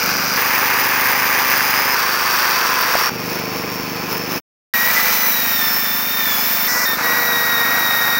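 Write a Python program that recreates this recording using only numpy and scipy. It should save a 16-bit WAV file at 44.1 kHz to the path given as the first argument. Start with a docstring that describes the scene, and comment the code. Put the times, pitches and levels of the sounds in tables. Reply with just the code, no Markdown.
"""An angle grinder with a sanding disc carves a wooden sculpture outdoors, close by and then further off.
After a moment of silence an electric drill takes over with an abrasive wheel brush. Random impacts of
grit rasp the wood, fan air and fine scratching hiss, and rotor and gears whine at multiples of the shaft
speed. A low 25 Hz flutter runs under both tools. The short stretches are cut hard together, in mono."""
import sys
import numpy as np
from scipy import signal
from scipy.fft import rfft, irfft, next_fast_len
from scipy.io import wavfile
from scipy.ndimage import uniform_filter1d, map_coordinates

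SR = 44100
rng = np.random.default_rng(int(sys.argv[2]) if len(sys.argv) > 2 else 0)


def transcribe(u):
    """Save the signal u as a 16-bit wav file named by the first command-line argument.

    u: samples, shape (n,) or (channels, n), limited to [-1, 1]; the rate is SR.
    q: integer samples, one column per channel.
    """
    v = np.clip(np.atleast_2d(u).T, -1, 1)
    q = np.round(v * 32767).astype(np.int16)
    wavfile.write(sys.argv[1], SR, q)


N = 361179


def amp(db):
    """Amplitude ratio of a level in decibels."""
    return 10 ** (np.asarray(db) / 20)


def unit(x):
    """Normalisation to rms 1."""
    return x / np.sqrt(np.mean(x ** 2) + 1e-18)


def shape(x, gain):
    """Linear filtering: the spectrum is multiplied by gain(f)."""
    size = next_fast_len(len(x) + 4096)
    f = np.arange(size // 2 + 1) * SR / size + 0.00093  # the offset avoids 0 Hz
    return irfft(rfft(x, size) * gain(f), size)[:len(x)]


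def colour(x, points):
    """Spectral shaping by (f/Hz, gain/dB) points with steep skirts, at rms 1."""
    hz, db = np.transpose(points)
    def gain(f):
        skirts = 1 / (1 + (.85 * hz[0] / f) ** 8) / (1 + (f / (1.08 * hz[-1])) ** 24)
        return skirts * amp(np.interp(np.log(f), np.log(hz), db))
    return unit(shape(x, gain))


def wander(t, hz):
    """Smooth random fluctuation of rms 1, with hz new values a second."""
    knots = rng.standard_normal(4096)
    return unit(map_coordinates(knots, [(t - t[0]) * hz], order=3, mode="wrap"))


def swell(t, centre, length):
    """Raised-cosine envelope, from 0 to 1 and back."""
    return np.cos(np.pi * np.clip((t - centre) / length, -.5, .5)) ** 2


def phase(hz):
    """Phase in radians is the time integral of frequency."""
    return 2 * np.pi * np.cumsum(hz) / SR


def lobe(angle, depth):
    """Periodic amplitude modulation: one peak a turn, narrower at greater depth."""
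    return unit(np.exp(depth * np.cos(angle)))


def harmonics(angle, table):
    """Harmonic series of a shaft angle, from rows of (multiple, rms level/dB)."""
    return sum(np.sqrt(2) * amp(db) * np.sin(round(k) * angle + rng.uniform(0, 2 * np.pi))
               for k, db in table)


# flutter, a row a stretch (delay/s, level/dB, main resonance f/Hz, its gain/dB, upper modes' gain/dB)
FLUTTER_STRETCHES = [(0.039, -32, 197, 3.5, -9), (0.0175, -35, 186, -4.5, -6.5),
                     (0.01273, -37, 190, -1, -3), (.039, -30, 183, 2, -3.5), (0.029, -36.5, 211.4, 3, -9),
                     (0.039, -36.5, 215, 2, -7), (0.0122, -34.5, 210, 7, 4), (0.01105, -36, 192, -0.5, -15)]
# its constant low and upper resonances (f/Hz, bandwidth/Hz, gain/dB)
LOW_MODES = [(119, 18, -1), (264, 38, 2)]
UPPER_MODES = [(350.6, 17, 2), (477, 30, 1)]
# rumble spectrum (f/Hz, relative level/dB)
RUMBLE = [(20, -29), (50, -15.5), (80, -24), (120, -6.5), (180, -10), (300, -2)]
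FLUTTER_HZ, FLUTTER_TOP_HZ, RUMBLE_DB = 25, 284, -8

def flutter(t, delay, db, main_hz, main_db, upper_db):
    """Forced resonance: a periodic pulse train rings low modes, over a faint rumble."""
    count = np.floor((t - delay) * FLUTTER_HZ)
    pulses = np.diff(count, prepend=count[0])
    modes = list(LOW_MODES) + [(main_hz, 34, main_db)]
    def ring(f, table):
        return sum(amp(gain) / (1 + 1j * (f * f - hz * hz) / (f * width)) for hz, width, gain in table)
    def response(f):
        low = ring(f, modes) / (1 + (f / FLUTTER_TOP_HZ) ** 20) / (1 + (80 / f) ** 4)
        return low + amp(upper_db) * ring(f, UPPER_MODES)
    rumble = amp(RUMBLE_DB) * colour(rng.standard_normal(len(t)), RUMBLE)
    return amp(db) * (unit(shape(pulses, response)) + rumble)


# the disc catches the wood (t/s, gain/dB)
KNOCKS = [(2.953, 4.5)]
# modes of the solid wood (f/Hz, relative level/dB, T60/s)
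WOOD_MODES = [(330, -16, .01), (690, 4, .007)]
CRACK_DB, CRACK_T60_S = -15, .006

def knocks(t):
    """Impact excitation: fibres tear with a crack and the wood's damped modes ring briefly."""
    out = np.zeros(len(t))
    for start, db in KNOCKS:
        age = np.maximum(t - start, 0)
        ring = sum(amp(level - 60 * age / t60) * np.sin(2 * np.pi * hz * age)
                   for hz, level, t60 in WOOD_MODES)
        crack = amp(CRACK_DB - 60 * age / CRACK_T60_S) * rng.standard_normal(len(t))
        attack = 1 - np.exp(-age / 0.001)
        out += amp(db) * attack * (ring + crack)
    return out


# wavering tones in the grinder's whine (start t/s, end t/s, f/Hz, level/dB)
WAVERING_TONES = [(2.4, 3.102, 1016, -29.5), (3.094, 4.402, 1044, -38.5)]

def wavering_tones(t):
    """Random modulation: two tones near 1 kHz in the grinder's whine, unsteady in pitch and level."""
    out = np.zeros(len(t))
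    for start, end, hz, db in WAVERING_TONES:
        progress = np.clip((t - start) / (end - start), 0, 1)
        envelope = np.sqrt(np.abs(np.sin(np.pi * progress)))
        tone = np.sin(phase(hz * (1 + 0.003 * wander(t, 19.8))))
        out += amp(db) * envelope * unit(tone * amp(1.9 * wander(t, 90)))
    return out


def grit(t, per_second, spread_db):
    """Shot noise: grains of uneven size strike at random instants."""
    hits = rng.random(len(t)) < per_second / SR
    return unit(hits * rng.standard_normal(len(t)) * amp(spread_db * rng.standard_normal(len(t))))


def hiss(source, spectrum, hiss_db, sizzle_db):
    """Broadband noise of fan air and fine scratching: hiss below 10 kHz, sizzle above."""
    noise = colour(source, spectrum)
    low = shape(noise, lambda f: 1 / (1 + (f / 10000) ** 16))
    return unit(low) * amp(hiss_db) + unit(noise - low) * amp(sizzle_db)


# swells and fades in either tool's whine, by rotor multiple (centre t/s, length/s, change/dB)
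WHINE_SWELLS = {1: [(5.1, 0.98, 12), (7.2, 1.7, 7)], 4: [(4.93, 0.069, -16), (4.98, 0.054, 6),
                (5.63, 0.074, 4.5)], 8: [(4.99, .16, -9), (5.36, 0.11, 3), (5.47, 0.1, -4),
                (5.75, 0.19, -10), (6.15, .85, 2.5)], 10: [(1.9, 1.3, 11)], 12: [(2.37, .3, 7),
                (2.78, .4, 8), (3.05, .3, 13.5), (3.73, .12, 6), (4.2, .2, 7), (5.25, .35, 7),
                (5.53, .2, 5), (5.73, 0.26, 6.5), (6.24, .08, -8), (6.41, 0.18, 7), (6.56, .16, -4)],
                28: [(5.29, .25, 17), (7.26, .45, 7)]}

def whine_swell_db(t, multiple):
    """Slow level modulation of one harmonic by the swells centred within this stretch."""
    return sum(db * swell(t, centre, length)
               for centre, length, db in WHINE_SWELLS.get(round(multiple), []) if t[0] <= centre <= t[-1])


# resonances and notches of the drill's housing, by direction (f/Hz, bandwidth/Hz, gain/dB)
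HOUSING_FRONT = [(3960, 110, -6.5), (5350, 90, 4.5), (6900, 330, 12)]
HOUSING_SIDE = [(3756, 96, 7.9), (5760, 78, 5.7)]

def housing_db(hz, housing):
    """Resonant transmission: the housing lifts or damps a tone according to its frequency."""
    return sum(db / (1 + (2 * (hz - centre) / width) ** 2) for centre, width, db in housing)


# gear mesh harmonics (rotor multiple, depth of throb)
GEAR_HARMONICS = [(4, .09), (8, .48), (12, .15)]
GEAR_RATIO = 13  # rotor turns per chuck turn
# the drill swings from side-on to end-on; side-on, each mesh harmonic has its own gain
SWING_CENTRE_S, SWING_LENGTH_S, SIDE_ON_DB = 5.06, 0.19, (15.5, 0.5, -4)

def gears(t, rotor_hz, load, housing, mesh_db, load_db):
    """Gear meshing: four contacts a rotor turn, varying with load and throbbing once a chuck turn."""
    rotor = phase(rotor_hz)
    side_on = np.clip(.5 - (t - SWING_CENTRE_S) / SWING_LENGTH_S, 0, 1)
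    out = 0
    for (k, throb), db, side_db, rise_db in zip(GEAR_HARMONICS, mesh_db, SIDE_ON_DB, load_db):
        level_db = db + side_db * side_on + rise_db * load + whine_swell_db(t, k)
        level_db += housing_db(round(k) * rotor_hz, housing)
        level_db += .8 * wander(t, hz=86)  # uneven teeth
        level_db += 0.1 * wander(t, hz=6.8)  # sway of the hand
        out += harmonics(rotor, [(k, level_db)]) * lobe(rotor / GEAR_RATIO, throb)
    return out


# drill, a row a stretch (base level/dB of rasp, hiss, sizzle and mesh harmonics 1, 2, 3;
# change/dB of harmonics 1, 2 at full load)
DRILL_STRETCHES = [(-24, -26.5, -17.5, -33.5, -31.5, -35.5, 4, 3),
                   (-22.5, -22.5, -21.5, -23.5, -45, -48, 1, 2),
                   (-24.5, -28.5, -19.5, -21, -27, -33, -2, 0.5),
                   (-21.5, -28, -21, -21.5, -33, -38.5, -1, 3.5)]
# rotor speed under the hand's load (t/s, f/Hz)
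SPEED_FRONT = [(4.755, 473), (4.848, 478), (4.93, 492), (5.04, 501), (5.24, 500), (5.38, 480), (5.53, 467),
               (5.62, 450), (5.706, 443), (5.78, 448), (5.96, 445), (6.11, 457), (6.225, 452), (6.36, 426),
               (6.482, 443.7), (6.665, 450)]
SPEED_LIGHT = [(6.695, 488), (6.84, 492)]
SPEED_LOADED = [(6.87, 461), (6.97, 450)]
SPEED_SIDE = [(7.06, 479), (7.27, 481.5), (7.346, 473.2), (7.494, 475.7), (7.59, 468), (7.79, 477.5),
              (7.912, 469), (8.17, 470.4)]
# spectra of the brushed wood and the drill's hiss (f/Hz, relative level/dB)
WOOD_FRONT = [(370, -14), (680, -10), (880, -6.5), (1250, -5), (1960, -4), (2050, -8.5), (2350, -3),
              (3000, -23)]
WOOD_SIDE = [(330, -5.5), (380, -12), (770, -4), (920, -2), (1570, 1), (2010, -6), (2250, -1.5),
             (3000, -18)]
AIR_FRONT = [(3000, 0), (3320, -5.5), (3540, -4.5), (4260, -3), (5380, 0.5), (6650, -5.5), (8160, -13.5),
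             (11980, -13), (13690, -0.5), (15650, 3)]
AIR_LIGHT = [(3000, -19), (4200, -9), (5400, 4), (8200, -14.5), (11000, -16), (15650, -1)]
AIR_SIDE = [(3000, -15), (3430, -12.5), (3790, -6), (4050, -9), (5750, -4), (6050, -10), (8160, -18),
            (10140, -18.5), (15650, 0.5)]
# motor harmonics (rotor multiple, base level/dB)
MOTOR_FRONT = [(1, -50.5), (3, -44), (16, -49), (28, -44.5)]
MOTOR_SIDE = [(1, -40.5), (2, -39), (3, -31), (28, -35)]
# heavier and lighter brush strokes (centre t/s, length/s, change/dB of rasp, hiss, sizzle)
BRUSH_STROKES = [(4.774, 0.21, 2.5, 0, -0.5), (4.98, 0.39, 5, 3, 0), (5.132, 0.18, 2.5, 4.5, 1.5),
                 (5.273, 0.18, 2.5, 0.5, 3), (6.022, 0.8, -1.5, -3, -2), (7.095, 0.42, 2, 1, -0.5),
                 (7.77, 0.23, 2.5, .5, -0.5)]
# whine and treble dip briefly (centre t/s, length/s, change/dB of whine, hiss, sizzle)
DIP = (6.99, .12, -24, -1.5, -8.5)
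LOAD_HZ_PER_S, LOAD_SMOOTH_S = 63, 0.079  # deceleration of a heavy load; time it takes to build

def drill(t, stretch, speed, wood, air, housing, motor_lines):
    """Abrasion and rotor harmonics: the brush rasps, the fan chops the air, gears and motor whine."""
    rasp_db, hiss_db, sizzle_db, *mesh_db, first_rise_db, second_rise_db = stretch
    for centre, length, more_rasp, more_hiss, more_sizzle in BRUSH_STROKES:
        stroke = swell(t, centre, length)
        rasp_db += more_rasp * stroke
        hiss_db += more_hiss * stroke
        sizzle_db += more_sizzle * stroke
    dip_centre, dip_length, whine_dip_db, hiss_dip_db, sizzle_dip_db = DIP
    dip = swell(t, dip_centre, dip_length)
    speed_hz = np.interp(t, *np.transpose(speed))
    slowing = uniform_filter1d(-np.gradient(speed_hz, t), int(LOAD_SMOOTH_S * SR))
    load = np.tanh(slowing / LOAD_HZ_PER_S)  # towards 1 as the wood brakes the wheel, -1 as it speeds up
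    rotor_hz = speed_hz * (1 + 0.0005 * wander(t, 60))
    rotor = phase(rotor_hz)
    mesh = gears(t, rotor_hz, load, housing, mesh_db, (first_rise_db, second_rise_db, 0))
    radiated = [(k, db + whine_swell_db(t, k) + housing_db(round(k) * rotor_hz, housing))
                for k, db in motor_lines]
    motor = harmonics(rotor, radiated) * amp(1.5 * wander(t, 39))
    rasp = colour(grit(t, per_second=8000, spread_db=1.1), wood) * amp(rasp_db)
    airflow = grit(t, per_second=30000, spread_db=2.1) * lobe(rotor, depth=0.076)
    treble = hiss(airflow, air, hiss_db + hiss_dip_db * dip, sizzle_db + sizzle_dip_db * dip)
    return rasp + treble + (mesh + motor) * amp(whine_dip_db * dip)


# grinder, a row a stretch (base level/dB of rasp, hiss, sizzle; gain/dB of the disc's hum)
GRINDER_STRETCHES = [(-21, -24.5, -26, -3.5), (-17.5, -25.5, -22.5, 0.5), (-18.5, -24, -24, -0.5),
                     (-27.5, -33.5, -31.5, -8.5)]
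# rotor speed under the hand's load (t/s, f/Hz)
GRINDER_SPEED = [(0.25, 481), (.55, 492), (.85, 489.5), (1.45, 492), (1.62, 495), (1.8, 507), (1.945, 513),
                 (1.955, 464), (2.3, 460.5), (2.85, 468), (2.98, 461), (3.1, 462), (3.35, 450), (3.63, 451),
                 (3.73, 456), (3.8, 451), (4.08, 448), (4.15, 440), (4.35, 444)]
# spectra of the sanded wood and the grinder's hiss, by position (f/Hz, relative level/dB)
WOOD_MID = [(330, -14.5), (630, -11), (1570, -2), (1840, -10.5), (2350, -5.5), (3000, -16)]
WOOD_NEAR = [(370, -11), (690, -11), (840, -2), (1200, -0.5), (1290, -4.5), (1680, 0), (2510, -3.5),
             (3000, -14)]
WOOD_CLOSE = [(370, -15.5), (720, -12), (1100, -1.5), (1340, -3.5), (1500, -2.5), (2300, -9), (2570, -8),
              (3000, -19.5)]
WOOD_FAR = [(350, 0.5), (560, -4.5), (1100, -2.5), (2010, -6.5), (2510, -3), (3000, -14.5)]
AIR_MID = [(3000, -13.5), (3670, -13.5), (4970, -1.5), (5910, -5.5), (7630, -20.5), (9260, -24),
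           (10300, -16.5), (11000, -29), (14800, -4)]
AIR_NEAR = [(3000, -7.5), (4050, -11), (4950, -4), (6360, -8.5), (7700, -21.5), (9200, -18), (10140, -12.5),
            (10840, -20.5), (12810, -19.5), (14890, 0.5), (15650, -9.5)]
AIR_CLOSE = [(3000, -5), (4190, -7), (4630, 2), (5120, -2.5), (5560, -0.5), (7390, -17), (9180, -15.5),
             (9810, -12), (10840, -18.5), (15650, 1.5)]
AIR_FAR = [(3000, -6.5), (4300, -9.5), (5290, 0), (7140, -14), (8200, -24), (10310, -16), (13240, -12),
           (15650, 1)]
# harmonics of the motor, by position, and of the disc (shaft multiple, base level/dB)
MOTOR_MID = [(1, -42.5), (10, -31.5), (12, -35)]
MOTOR_NEAR = [(1, -44), (10, -38.5), (12, -41), (31, -37)]
MOTOR_CLOSE = [(1, -42.5), (12, -39.5)]
MOTOR_FAR = [(1, -38.5), (10, -42), (12, -39.5)]
DISC_HUM = [(3, -42.5), (4, -43), (7, -41)]
# the disc is pressed harder or eased off (centre t/s, length/s, change of sizzle/dB)
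DISC_PRESSES = [(.09, 0.11, 2), (1.53, .15, 1.5), (2.45, 0.55, 2), (3.14, 0.18, -3), (3.345, 0.24, 4.5),
                (3.56, .1, 3), (4.134, 0.18, 5), (4.34, 0.17, 5.5)]
PRESS_RASP_SHARE, PRESS_HISS_SHARE = 0.57, 0.73  # of that change
BEVEL_RATIO = 3.7  # rotor turns per disc turn
MAINS_HZ, SCRATCH_DB = 50, 4.5

def grinder(t, stretch, wood, air, motor_lines):
    """Modulated abrasion: the disc rasps, bites once a turn and rattles the motor's whistle."""
    rasp_db, hiss_db, sizzle_db, hum_db = stretch
    press_db = sum(db * swell(t, centre, length) for centre, length, db in DISC_PRESSES)
    speed_hz = np.interp(t, *np.transpose(GRINDER_SPEED))
    rotor = phase(speed_hz * (1 + .001 * wander(t, 40)))
    disc = rotor / BEVEL_RATIO
    bite = lobe(disc + 0.81 * wander(t, 90), depth=0.17)
    high_spot = np.cos(disc / 2) ** 12  # touches briefly once a turn, lifting the sizzle
    scratch = unit(amp(SCRATCH_DB * high_spot * (1 + .4 * wander(t, 130))))
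    sparking = lobe(4 * np.pi * MAINS_HZ * t, depth=0.17)  # motor brushes, twice a mains cycle
    rasp = colour(grit(t, per_second=10000, spread_db=0.73), wood)
    rasp *= amp(rasp_db + PRESS_RASP_SHARE * press_db)
    airflow = grit(t, per_second=30000, spread_db=0.74) * bite * sparking * amp(0.95 * wander(t, 120))
    fundamental, *overtones = [(k, db + whine_swell_db(t, k) + 2 * wander(t, 25)) for k, db in motor_lines]
    whistle = harmonics(rotor, overtones) * lobe(disc + .45 * wander(t, 90), depth=1.2)
    hum = harmonics(rotor, [fundamental]) + harmonics(disc, DISC_HUM) * amp(hum_db)
    hiss_db += PRESS_HISS_SHARE * press_db
    sizzle_db += press_db + 20 * np.log10(scratch)
    return rasp + hiss(airflow, air, hiss_db, sizzle_db) + whistle + hum + wavering_tones(t)


# stretches heard from one position (start t/s, end t/s)
SPANS = [(0, .37), (.37, 1.95), (1.95, 3.097), (3.097, 4.403), (4.738, 6.68), (6.68, 6.856), (6.856, 6.98),
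         (6.98, 8.19)]

def scene():
    """Superposition of tool and flutter in eight stretches, each with its own level and spectrum."""
    time = np.arange(N) / SR
    masks = [(time >= start) & (time < end) for start, end in SPANS]
    t = [time[mask] for mask in masks]
    mid, near, close, far = GRINDER_STRETCHES
    front, light, loaded, side = DRILL_STRETCHES
    tools = [grinder(t[0], mid, WOOD_MID, AIR_MID, MOTOR_MID),
             grinder(t[1], near, WOOD_NEAR, AIR_NEAR, MOTOR_NEAR),
             grinder(t[2], close, WOOD_CLOSE, AIR_CLOSE, MOTOR_CLOSE),
             grinder(t[3], far, WOOD_FAR, AIR_FAR, MOTOR_FAR),
             drill(t[4], front, SPEED_FRONT, WOOD_FRONT, AIR_FRONT, HOUSING_FRONT, MOTOR_FRONT),
             drill(t[5], light, SPEED_LIGHT, WOOD_SIDE, AIR_LIGHT, HOUSING_SIDE, MOTOR_SIDE),
             drill(t[6], loaded, SPEED_LOADED, WOOD_SIDE, AIR_SIDE, HOUSING_FRONT, MOTOR_FRONT),
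             drill(t[7], side, SPEED_SIDE, WOOD_SIDE, AIR_SIDE, HOUSING_SIDE, MOTOR_SIDE)]
    out = knocks(time)
    for mask, tool, thumps in zip(masks, tools, FLUTTER_STRETCHES):
        out[mask] += tool + flutter(time[mask], *thumps)
    pause = SPANS[3][1]
    out *= np.where(time < pause, np.clip((pause - time) / 0.026, 0, 1), 1)  # quick fade into the silence
    return np.array([out, out])


def record(dry):
    """Band limiting: a steep elliptic low-pass at 15.8 kHz."""
    return signal.sosfilt(signal.ellip(12, .1, 80, 15800, fs=SR, output="sos"), dry)


dry = scene()
out = record(dry)
transcribe(out)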